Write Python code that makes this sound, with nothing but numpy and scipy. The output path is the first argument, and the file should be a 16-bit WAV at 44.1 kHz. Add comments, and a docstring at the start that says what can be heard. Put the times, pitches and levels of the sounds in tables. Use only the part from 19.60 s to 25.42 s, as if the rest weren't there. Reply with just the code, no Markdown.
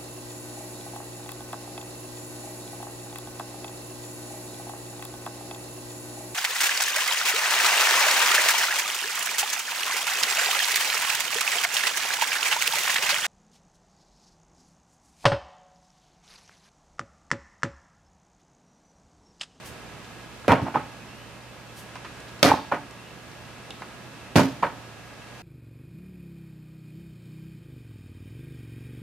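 """The yard of a wooden shed: a sledgehammer pounds a big rubber tyre lying on a plank deck. Each blow slaps the
rubber and knocks the planks; the tyre shudders, its trapped air hums, and it jumps and lands again. A hand slides
on the shaft, shoes tap, a bird whistles far off, over a hush, a mains hum and a thin motor whine. Ringing is made
of decaying sines or filtered noise, hisses of shaped noise, whistle and hums of wavering sines."""
import sys
import numpy as np
from scipy import signal
from scipy.fft import rfft, irfft, next_fast_len
from scipy.io import wavfile
from scipy.ndimage import map_coordinates

SR = 44100
rng = np.random.default_rng(int(sys.argv[2]) if len(sys.argv) > 2 else 0)


def dump(signal):
    """Clip the signal to [-1, 1] and save it as 16-bit WAV at the path in sys.argv[1]."""
    limited = np.clip(np.atleast_2d(signal).T, -1, 1)
    pcm = np.round(limited * 32767).astype(np.int16)
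    wavfile.write(sys.argv[1], SR, pcm)


N = 256662  # length in samples
# In all tables, t60_s is the time a sound takes to fall by 60 dB.


def amp(db):
    """Turn decibels into a plain multiplier."""
    return 10 ** (np.asarray(db) / 20)


def unit(x):
    """Scale a sound to an rms (average strength) of 1."""
    return x / np.sqrt(np.mean(x ** 2) + 1e-20)


def along(points, hz):
    """Read a curve of (pitch_hz, value) points, spaced by pitch ratio as the ear hears it."""
    point_hz, value = np.transpose(points)
    return np.interp(np.log(hz + 1), np.log(point_hz + 1), value)


def wobble(rate):
    """A smooth random curve through this many random points a second."""
    points = rng.standard_normal(int(N * rate / SR) + 4)
    return map_coordinates(points, [np.arange(N) * rate / SR])


def filtered(x, response):
    """Change the strength and phase of each frequency in x."""
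    size = next_fast_len(N + SR // 2)
    hz = np.fft.rfftfreq(size, 1 / SR)
    return irfft(rfft(x, size) * response(hz), size)[..., :N]


def resonant(modes, widen):
    """A filter that rings at each mode; widen multiplies the damping, so shortens the ringing."""
    def response(f):
        total = 0
        for k, (hz, db, t60) in enumerate(modes):
            width = widen * np.log(1000) / (np.pi * t60)
            total = total + (-1) ** k * amp(db) * 1j * f * width / (hz * hz - f * f + 1j * f * width)
        return total
    return response


def pair(alike, colour):
    """Stereo noise of rms 1, with a left-right likeness and a gain for each frequency."""
    def mid_and_side(hz):
        turn = np.arccos(np.clip(along(alike, hz), -1, 1)) / 2
        return colour(hz) * np.array([np.cos(turn), np.sin(turn)])
    mid, side = filtered(rng.standard_normal((2, N)), mid_and_side)
    return unit(np.array([mid + side, mid - side]))


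def leaning(x, lean):
    """Make left and right differ in level, by frequency."""
    return filtered(x, lambda hz: amp(np.outer([.5, -.5], along(lean, hz))))


# colour of the yard's hush: pitch_hz, level_db (per Hz)
HUSH_COLOUR = [(7.1, -66), (12, -21), (54, 2.5), (90, -6), (102, -20), (122, -8.5), (142, -5.5), (236, -6),
               (259, -8.5), (301, -8), (394, -10), (601, -9.5), (2550, -16.5), (13000, -32.5), (16000, -65)]
# how alike left and right are in the hush: pitch_hz, likeness (1 = same, 0 = unrelated, below 0 = opposed)
HUSH_ALIKE = [(60, 0.3), (130, 0.92), (290, 0.8), (640, 0.76), (1410, 0.64), (3100, 0.27), (6820, -0.017),
              (15000, -0.75)]
# steady hum and motor tones: pitch_hz, level_db (before a shared lift), waver_hz
STEADY_TONES = [(118, -54, 2.55), (1285, -64, 2.7), (1653, -60.5, 2.04), (8800, -76.5, 13.2),
                (13334, -73.5, 20)]
# narrow band of motor noise: pitch_hz, level_db, t60_s (before widening)
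MOTOR_BAND = [(2632, 0, 0.019)]
# balance of the yard: pitch_hz, left_minus_right_db
YARD_BALANCE = [(60, -5), (240, -4.0), (950, -0.5), (3770, -1.5), (15000, -1.5)]
HUSH_DB = -43.5


def yard():
    """Steady hush of shaped noise, with hum and motor tones that waver a little in pitch and level."""
    hush_level = amp(HUSH_DB + 0.48 * wobble(2.89) + 0.2 * wobble(33))
    hush = hush_level * pair(HUSH_ALIKE, lambda hz: amp(along(HUSH_COLOUR, hz)))
    tones = np.zeros(N)
    for hz, level, waver_hz in STEADY_TONES:
        tone_level = amp(level + 3.5 + 1.4 * wobble(8.1))
        cycles = np.cumsum(hz + waver_hz * wobble(15)) / SR
        tones += tone_level * np.sin(2 * np.pi * cycles)
    whirr = amp(-60.5 + 2.4 * wobble(5.4)) * pair([(2690, 0.99)], resonant(MOTOR_BAND, widen=1.05))
    return leaning(hush + tones + whirr, YARD_BALANCE)


# a hand sliding along the shaft: peak_s, level_db
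HAND_SLIDES = [(0.065, -44), (2.185, -44.5)]
# colour of palm on shaft: pitch_hz, level_db (per Hz)
PALM_COLOUR = [(1470, -36), (2500, -26), (2780, -2), (4140, -6), (4500, -5), (10600, -6), (15500, -8)]
SLIDE_RISE_DB_PER_S, SLIDE_FALL_DB_PER_S = 450, 222


def slide():
    """Skin rubs along the shaft as the hammer is raised: shaped noise that swells and fades."""
    t = np.arange(N) / SR
    gain = np.zeros(N)
    for peak_s, db in HAND_SLIDES:
        drop_db = np.maximum(SLIDE_RISE_DB_PER_S * (peak_s - t), SLIDE_FALL_DB_PER_S * (t - peak_s))
        gain += amp(db - drop_db)
    return gain * amp(1.1 * wobble(86)) * pair([(5000, 0.69)], lambda hz: amp(along(PALM_COLOUR, hz)))


# colour of the rubber slap: pitch_hz, level_db (per Hz)
SLAP_HISS = [(1200, 7), (2600, -1), (4000, 1.5), (6000, -1.5), (8500, -10)]
# colour of grit thrown up: pitch_hz, level_db (per Hz)
GRIT_FIZZ = [(5000, 17), (7500, 5.5), (11000, 5), (14000, -10), (16000, -30.5)]


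def bright(spectrum):
    """Treble noise, largely different left and right, with a second of silence added at the end."""
    noise = pair([(3000, 0.23), (8000, 0.18), (12000, 0.28)], lambda hz: amp(along(spectrum, hz)))
    return np.pad(noise, ((0, 0), (0, SR)))


# shoes and grit on the planks: start_s, level_db, fizz_db (relative to the tap), pitch_hz, spread_octaves
SHOE_TAPS = [(0.444, -43, -21, 3000, 1.1), (.845, -36, -17, 1000, 0.97), (1.808, -48, -12, 4200, 0.29),
             (2.355, -33.5, -7, 980, 1.8), (2.363, -38, -12, 1200, 0.56), (2.447, -29.5, -22, 1030, 1.5),
             (2.456, -37, -24, 880, 1.2), (2.602, -44.5, -0.5, 5060, 1.1), (2.683, -51, 6, 4000, .9),
             (2.692, -50, 9, 4000, .9), (2.793, -52, 10, 4000, 0.87), (3.309, -45, -2, 5020, 1.1),
             (3.715, -49, 4, 3500, .9), (3.851, -45, -2, 3480, 0.57), (4.1057, -30.5, -3, 3250, 0.26),
             (4.219, -29.5, -14, 940, 1.3)]
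TAP_CYCLES, TAP_T60_S = 30, .025  # a puff's t60 is this fixed part plus so many cycles of its pitch
TAP_FIZZ_T60_S = .02


def taps():
    """Shoes scuff lightly: a puff of noise around one pitch and a gritty fizz."""
    out, t, fizz = np.zeros((2, N + SR)), np.arange(SR // 5) / SR, bright(GRIT_FIZZ)
    grid_hz = np.fft.rfftfreq(len(t), 1 / SR) + 1
    onset = 1 - np.exp(-t / .001)
    for s, db, fizz_db, hz, octaves in SHOE_TAPS:
        first = round(s * SR)
        at = slice(first, first + len(t))
        colour = amp(-10 * (np.log2(grid_hz / hz) / octaves) ** 2)
        puff = unit(irfft(rfft(rng.standard_normal(len(t))) * colour, len(t)))
        fading_puff = onset * amp(-60 * t / (TAP_T60_S + TAP_CYCLES / hz)) * puff
        fading_fizz = amp(fizz_db - 60 * t / TAP_FIZZ_T60_S) * fizz[:, at]
        out[:, at] += amp(db) * (fading_puff + fading_fizz)
    return out[:, :N]


def ring(modes, t, centre_hz, octaves):
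    """One contact: modes near its brightest pitch ring most, each at a new random strength; peak 1."""
    hz, db, t60 = np.transpose(modes)[:, :, None]
    near_db = -15 * np.log10(1 + (np.log2(hz / centre_hz) / octaves) ** 2)  # a peak with wide skirts
    scatter_db = 3 * rng.standard_normal(hz.shape)
    strength = amp(db + near_db + scatter_db - 60 * t / t60)
    x = np.sum(strength * np.sin(2 * np.pi * hz * t), axis=0)
    return x / np.abs(x).max()


# the tyre's walls: pitch_hz, level_db, t60_s (before any widening)
TYRE_WALLS = [(96.5, -4.5, 0.11), (114, -1, 0.093), (160.3, -3, 0.084), (183.3, -4, 0.16),
              (249.4, -6, 0.12), (298.7, -5.5, 0.099), (331, -8.5, 0.088)]
# the plank deck: pitch_hz, level_db, t60_s (before any added damping)
DECK_PLANKS = [(440.7, -5, 0.046), (530.5, 0.5, 0.074), (579, -1.5, 0.073), (657.5, -3, 0.17),
               (706, -0.5, 0.048), (815, -2, 0.034), (871.4, 1.5, 0.054), (962, 0.5, 0.056),
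               (1026, -1, 0.061), (1150, -8, 0.024), (1250, -2, 0.086), (1496, -6.5, 0.035),
               (1680, -7, 0.031), (1947, -12, 0.022), (2350, -11.5, 0.034), (2810, -21.5, 0.0065),
               (3720, -27, 0.025), (4170, -29, 0.059)]
CONTACT_DELAY_S = .001  # every contact starts this long after its listed time


def contacts(table, octaves, t60_ms):
    """Each contact knocks the planks, thumps the tyre's walls and slaps the rubber."""
    out, t = np.zeros((2, N + SR)), np.arange(SR // 4) / SR
    hiss, fizz = bright(SLAP_HISS), bright(GRIT_FIZZ)
    # rubber pressed on the planks damps them
    press = amp(-60 * 1000 * t / max(t60_ms, 5))
    for s, db, hz, crack_db, fizz_db, thud_db, thud_hz, rise_ms in table:
        first = round((s + CONTACT_DELAY_S) * SR)
        at = slice(first, first + len(t))
        # a rolling landing swells, a flat slap starts sharply
        shape = (1 - np.exp(-1000 * t / max(rise_ms, .05))) ** 2 * press
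        knock = ring(DECK_PLANKS, t, hz, octaves) * shape / shape.max()
        thud = amp(thud_db - 5.5) * ring(TYRE_WALLS, t, thud_hz, octaves=0.22)
        crack = amp(-9.5 - 60 * t / 0.013) * (amp(crack_db) * hiss[:, at] + amp(fizz_db) * fizz[:, at])
        # the first instant of contact
        snap = amp(crack_db + 7.0) * np.sin(2 * np.pi * 2600 * t) * amp(-60 * t / 0.0019)
        softness = 1 + (rise_ms / 1.5) ** 2  # a soft contact cracks less
        out[:, at] += amp(db + 1.0) * (knock + thud + (crack + snap) / softness)
    return out[:, :N]


# the tyre shudders after blows and landings: start_s, rise_s, hold_s, rattle_db, boom_db, hiss_db, fizz_db,
# hum_db, hum_hold_s, hum_hz (rises are time constants; holds are scaled for each part)
TYRE_SHUDDERS = [(0.881, 0.00087, 0.048, -19, -20, -44, -39, -17, 0.047, 266),
                 (1.014, .004, 0.035, -46, -30, -65, -51, -31, .03, 275.9),
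                 (1.054, 0.01, 0.015, -34.5, -46, -63, -55, -47, .02, 278.7),
                 (1.139, 0.0056, 0.025, -28, -29, -53, -49, -46, .01, 274),
                 (2.828, 0.001, 0.073, -21.5, -23.5, -23, -23.5, -18, .045, 274),
                 (3.115, 0.0028, 0.0092, -24.5, -34, -46, -62, -35.5, .05, 277.6),
                 (4.757, 0.0011, 0.042, -22, -14.5, -22, -29, -23.5, 0.098, 263.2),
                 (5.024, 0.0024, .015, -24.5, -35.5, -44.5, -64, -35, .01, 281)]
# how each part dies: (share of the hold before it falls, t60_s)
RATTLE_DIES, BOOM_DIES, HISS_DIES = (1.03, 0.21), (0.41, .27), (0.37, 0.26)
FIZZ_DIES, HUM_DIES = (0.087, 0.21), (0.97, 0.21)
TAIL_DB, TAIL_SLOWER = -24.5, 5.1  # a weaker tail under each decay, so many times slower


def dying(column, dies, rise_s=0, hold=2):
    """Gain of one part of the shudder: rise, hold, then a fast decay over a slower tail."""
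    power = np.zeros(N)
    for row in TYRE_SHUDDERS:
        t = np.maximum(np.arange(N) / SR - row[0], 0)
        after = np.maximum(t - dies[0] * row[hold], 0) / dies[1]
        fall = amp(-60 * after) + amp(TAIL_DB - 60 * after / TAIL_SLOWER)
        rise = 1 - np.exp(-t / max(row[1], rise_s, 1e-4))
        power += amp(2 * row[column]) * (rise * fall) ** 2
    return np.sqrt(power)


CHATTER_DB, CHATTER_SPREAD_DB = 7, 3.5  # level over the rattle, random scatter either way
CHATTER_LASTS, CHATTER_FROM_S = 1.4, .04  # length in holds; only a longer hold than this chatters
CHATTER_HZ, CHATTER_OCTAVES = 610, 0.53  # middle pitch, random scatter either way
CHATTER_CRACK_DB, CHATTER_THUD_DB = -7, -9


def chatter(count):
    """Rows of small random slaps for contacts(), while the tyre is held down under the hammer."""
    rows = []
    for s, _, hold_s, rattle_db, _, hiss_db, fizz_db, *_, hum_hz in TYRE_SHUDDERS:
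        slaps = count * (hold_s > CHATTER_FROM_S)
        for when, size, pitch, low in rng.random((slaps, 4)):
            start_s = s + when * CHATTER_LASTS * hold_s
            level_db = rattle_db + CHATTER_DB + CHATTER_SPREAD_DB * (2 * size - 1)
            pitch_hz = CHATTER_HZ * 2 ** (CHATTER_OCTAVES * (2 * pitch - 1))
            crack_db = CHATTER_CRACK_DB + (hiss_db - rattle_db) / 2
            thud_hz = hum_hz * (1 - low / 2)
            rows.append((start_s, level_db, pitch_hz, crack_db, fizz_db - rattle_db, CHATTER_THUD_DB, thud_hz))
    return rows


# blows and the loudest slaps after them: start_s, level_db (knock, before a shared lift), pitch_hz (knock),
# crack_db, fizz_db, thud_db (these three relative to the knock, before shared shifts), thud_hz
HAMMER_BLOWS = [(0.88, -1, 535, -14.5, -39, -17, 307), (0.894, -6, 799, -32, -37, -2.5, 111),
                (0.904, -4.5, 832, -32, -38, -10, 269), (0.9187, 0, 990, -11.5, -33, -9, 210),
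                (0.925, -2, 930, -21, -39, -27, 293), (1.016, -22.5, 834, -33, -11, 5.5, 105),
                (2.828, -3, 520, -10, 10.5, -4.5, 328), (2.833, -12, 401, -11, 1, 2.5, 310),
                (2.848, 0, 587, -14, -25, -6, 328), (2.855, -5, 401, -13, -19, -5, 285),
                (2.901, -10.5, 910, -51, -38, -1, 276), (4.7564, 0, 410, -10.5, -27, -3, 152),
                (4.761, -6.5, 1060, -4.5, -4, -0.5, 106), (4.771, -5.5, 429, -9, -16, -7, 90),
                (4.776, -7.5, 510, -18, -29, -4, 147), (4.788, -5.5, 401, -25, -24, -5, 180),
                (4.793, -1, 710, -24, -32, -12, 234)]
BLOW_RISE_MS, BLOW_T60_MS = .6, 68  # rise time constant, damping of the planks


def blows():
    """The hammer slaps the tyre against the planks, and small random slaps follow."""
    rows = [row + (BLOW_RISE_MS,) for row in HAMMER_BLOWS + chatter(count=7)]
    return contacts(rows, octaves=0.24, t60_ms=BLOW_T60_MS)


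def shudder():
    """The deformed tyre chatters on the planks: grainy noise makes them and the tyre's walls ring."""
    grainy_level = amp(1.74 * wobble(400))
    rattle = unit(grainy_level * pair([(400, 1.0), (3000, 0.69)], resonant(DECK_PLANKS, widen=2.73)))
    boom = pair([(60, 0.71), (120, 0.99)], resonant(TYRE_WALLS, widen=1.96))
    hiss = dying(column=5, dies=HISS_DIES) * bright(SLAP_HISS)[:, :N]
    fizz = dying(column=6, dies=FIZZ_DIES) * bright(GRIT_FIZZ)[:, :N]
    low = dying(column=3, dies=RATTLE_DIES) * rattle + dying(column=4, dies=BOOM_DIES) * boom
    return low + amp(2.5 * wobble(400)) * (hiss + fizz)


HUM_RISE_S, HUM_CLIMB_HZ_PER_S, HUM_FLEX_DB = 0.029, 50, 5


def cavity():
    """The ring of air in the tyre hums, climbing as the walls relax and uneven as they flex."""
    t, columns = np.arange(N) / SR, np.transpose(TYRE_SHUDDERS)
    start_s, start_hz = columns[0], columns[-1]
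    last = np.maximum(np.searchsorted(start_s, t) - 1, 0)  # the latest shudder at each moment
    hz = start_hz[last] + HUM_CLIMB_HZ_PER_S * np.clip(t - start_s[last], 0, .3)
    swell = dying(column=7, dies=HUM_DIES, rise_s=HUM_RISE_S, hold=8)
    level = swell * amp(HUM_FLEX_DB * wobble(35))
    return level * np.sin(2 * np.pi * np.cumsum(hz) / SR)


# how long the echo lasts: pitch_hz, t60_s
SHED_ECHO = [(100, 0.26), (1000, 0.42), (4000, 0.55), (12000, 0.25)]


def shed(x):
    """The shed wall and fences answer with fading noise; each frequency dies at its own speed."""
    hz, t, noise = signal.stft(rng.standard_normal((2, SR // 2)), SR, nperseg=256)
    fading = noise * amp(-60 * t / along(SHED_ECHO, hz)[:, None])
    tail = signal.istft(fading, SR, nperseg=256)[1]
    tail = tail + 2.6 * tail[::-1]  # left and right share much of the same echo
    delayed = np.pad(x, (300, 0))[None]  # 300 samples later
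    return signal.fftconvolve(delayed, tail / np.linalg.norm(tail[0]), axes=1)[:, :N]


# the tyre's edge rolling back onto the planks: start_s, level_db (knock, before a shared lift),
# pitch_hz (knock), thud_db (relative to the knock, before a shared shift), rise_ms (time constant)
TYRE_LANDINGS = [(0.993, -9, 700, -16, 2.8), (1.062, -9.5, 860, -22, 4.5), (1.078, -9.5, 800, -14, 2.2),
                 (1.146, -3.5, 756, -14.5, 4.4), (1.156, -0.5, 850, -33, 1.15),
                 (1.167, -10.5, 1170, -21, 3), (2.891, -4, 890, -12, 2.4), (2.915, 5.5, 876, -31, 1.25),
                 (2.936, -1, 870, -9.5, 3), (2.984, -17, 1000, -8, 2.5), (3.1204, -3, 950, -19, 0.83),
                 (3.134, -14, 1500, -6, 2), (5.023, -13, 944, -19, 4.6), (5.029, 4, 990, -20, 2.7),
                 (5.044, -17, 840, -25, 1.3), (5.07, -22, 797, -11, 3)]
LANDING_CRACK_DB, LANDING_FIZZ_DB = -34, -48  # relative to the knock, before shared shifts
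LANDING_THUD_HZ, LANDING_T60_MS = 266, 46


def landings():
    """The tyre's edge rolls back onto the planks: softer contacts, each with its own swell."""
    rows = []
    for s, db, hz, thud_db, rise_ms in TYRE_LANDINGS:
        rows.append((s, db, hz, LANDING_CRACK_DB, LANDING_FIZZ_DB, thud_db, LANDING_THUD_HZ, rise_ms))
    return contacts(rows, octaves=.21, t60_ms=LANDING_T60_MS)


# far whistles: start_s, length_s, pitch_hz (at the start), level_db (at the end)
BIRD_WHISTLES = [(1.4, .26, 2455, -53.5), (3.36, .16, 2610, -56)]
BIRD_CLIMB_HZ_PER_S, BIRD_SWELL_DB_PER_S, BIRD_FADE_S = 2350, 14, .04


def bird():
    """A far whistle: a sine that climbs and swells, slightly unsteady in pitch and level."""
    out, waver = np.zeros(N), np.cumsum(8 * wobble(33.7)) / SR
    for s, length_s, hz, db in BIRD_WHISTLES:
        t = np.arange(N) / SR - s
        fade = np.minimum(t / BIRD_FADE_S + .5, (length_s - t) / BIRD_FADE_S + .5)
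        gate = np.clip(fade, 0, 1) * (t > 0) * (t < length_s)
        level = amp(db + BIRD_SWELL_DB_PER_S * np.clip(t - length_s, -1, 0))
        cycles = hz * t + BIRD_CLIMB_HZ_PER_S * t * t / 2 + waver
        out += level * gate * np.sin(2 * np.pi * cycles)
    return out * amp(2.5 * wobble(30))


# balance of the tyre, taps and echo: pitch_hz, left_minus_right_db
TYRE_BALANCE = [(60, 0), (240, -3.5), (950, -1.5), (3770, -1), (15000, -0.5)]


def scene():
    """Mix everything; the shed echoes the blows, taps and landings."""
    struck = blows() + taps()
    landed = landings()
    echo = shed(np.mean(amp(-10) * struck + amp(-15) * landed, axis=0))
    tyre = leaning(struck + landed + echo + shudder() + cavity(), TYRE_BALANCE)
    return tyre + slide() + bird() + yard()


BASS_HZ, TREBLE_HZ = 71, 13400  # edges of the microphone's range
TOP_HZ = 16300  # nothing stays above this


def record(dry):
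    """The microphone drops deep bass and top treble, peaks clip softly, then the very top is cut off."""
    no_bass = signal.butter(3, BASS_HZ, "high", fs=SR, output="sos")
    no_treble = signal.butter(4, TREBLE_HZ, fs=SR, output="sos")
    heard = signal.sosfilt(np.vstack([no_bass, no_treble]), dry)
    soft = heard / (1 + np.abs(heard / .98) ** 8) ** (1 / 8)
    return filtered(soft, lambda hz: hz < TOP_HZ)


dry = scene()
out = record(dry)
dump(out)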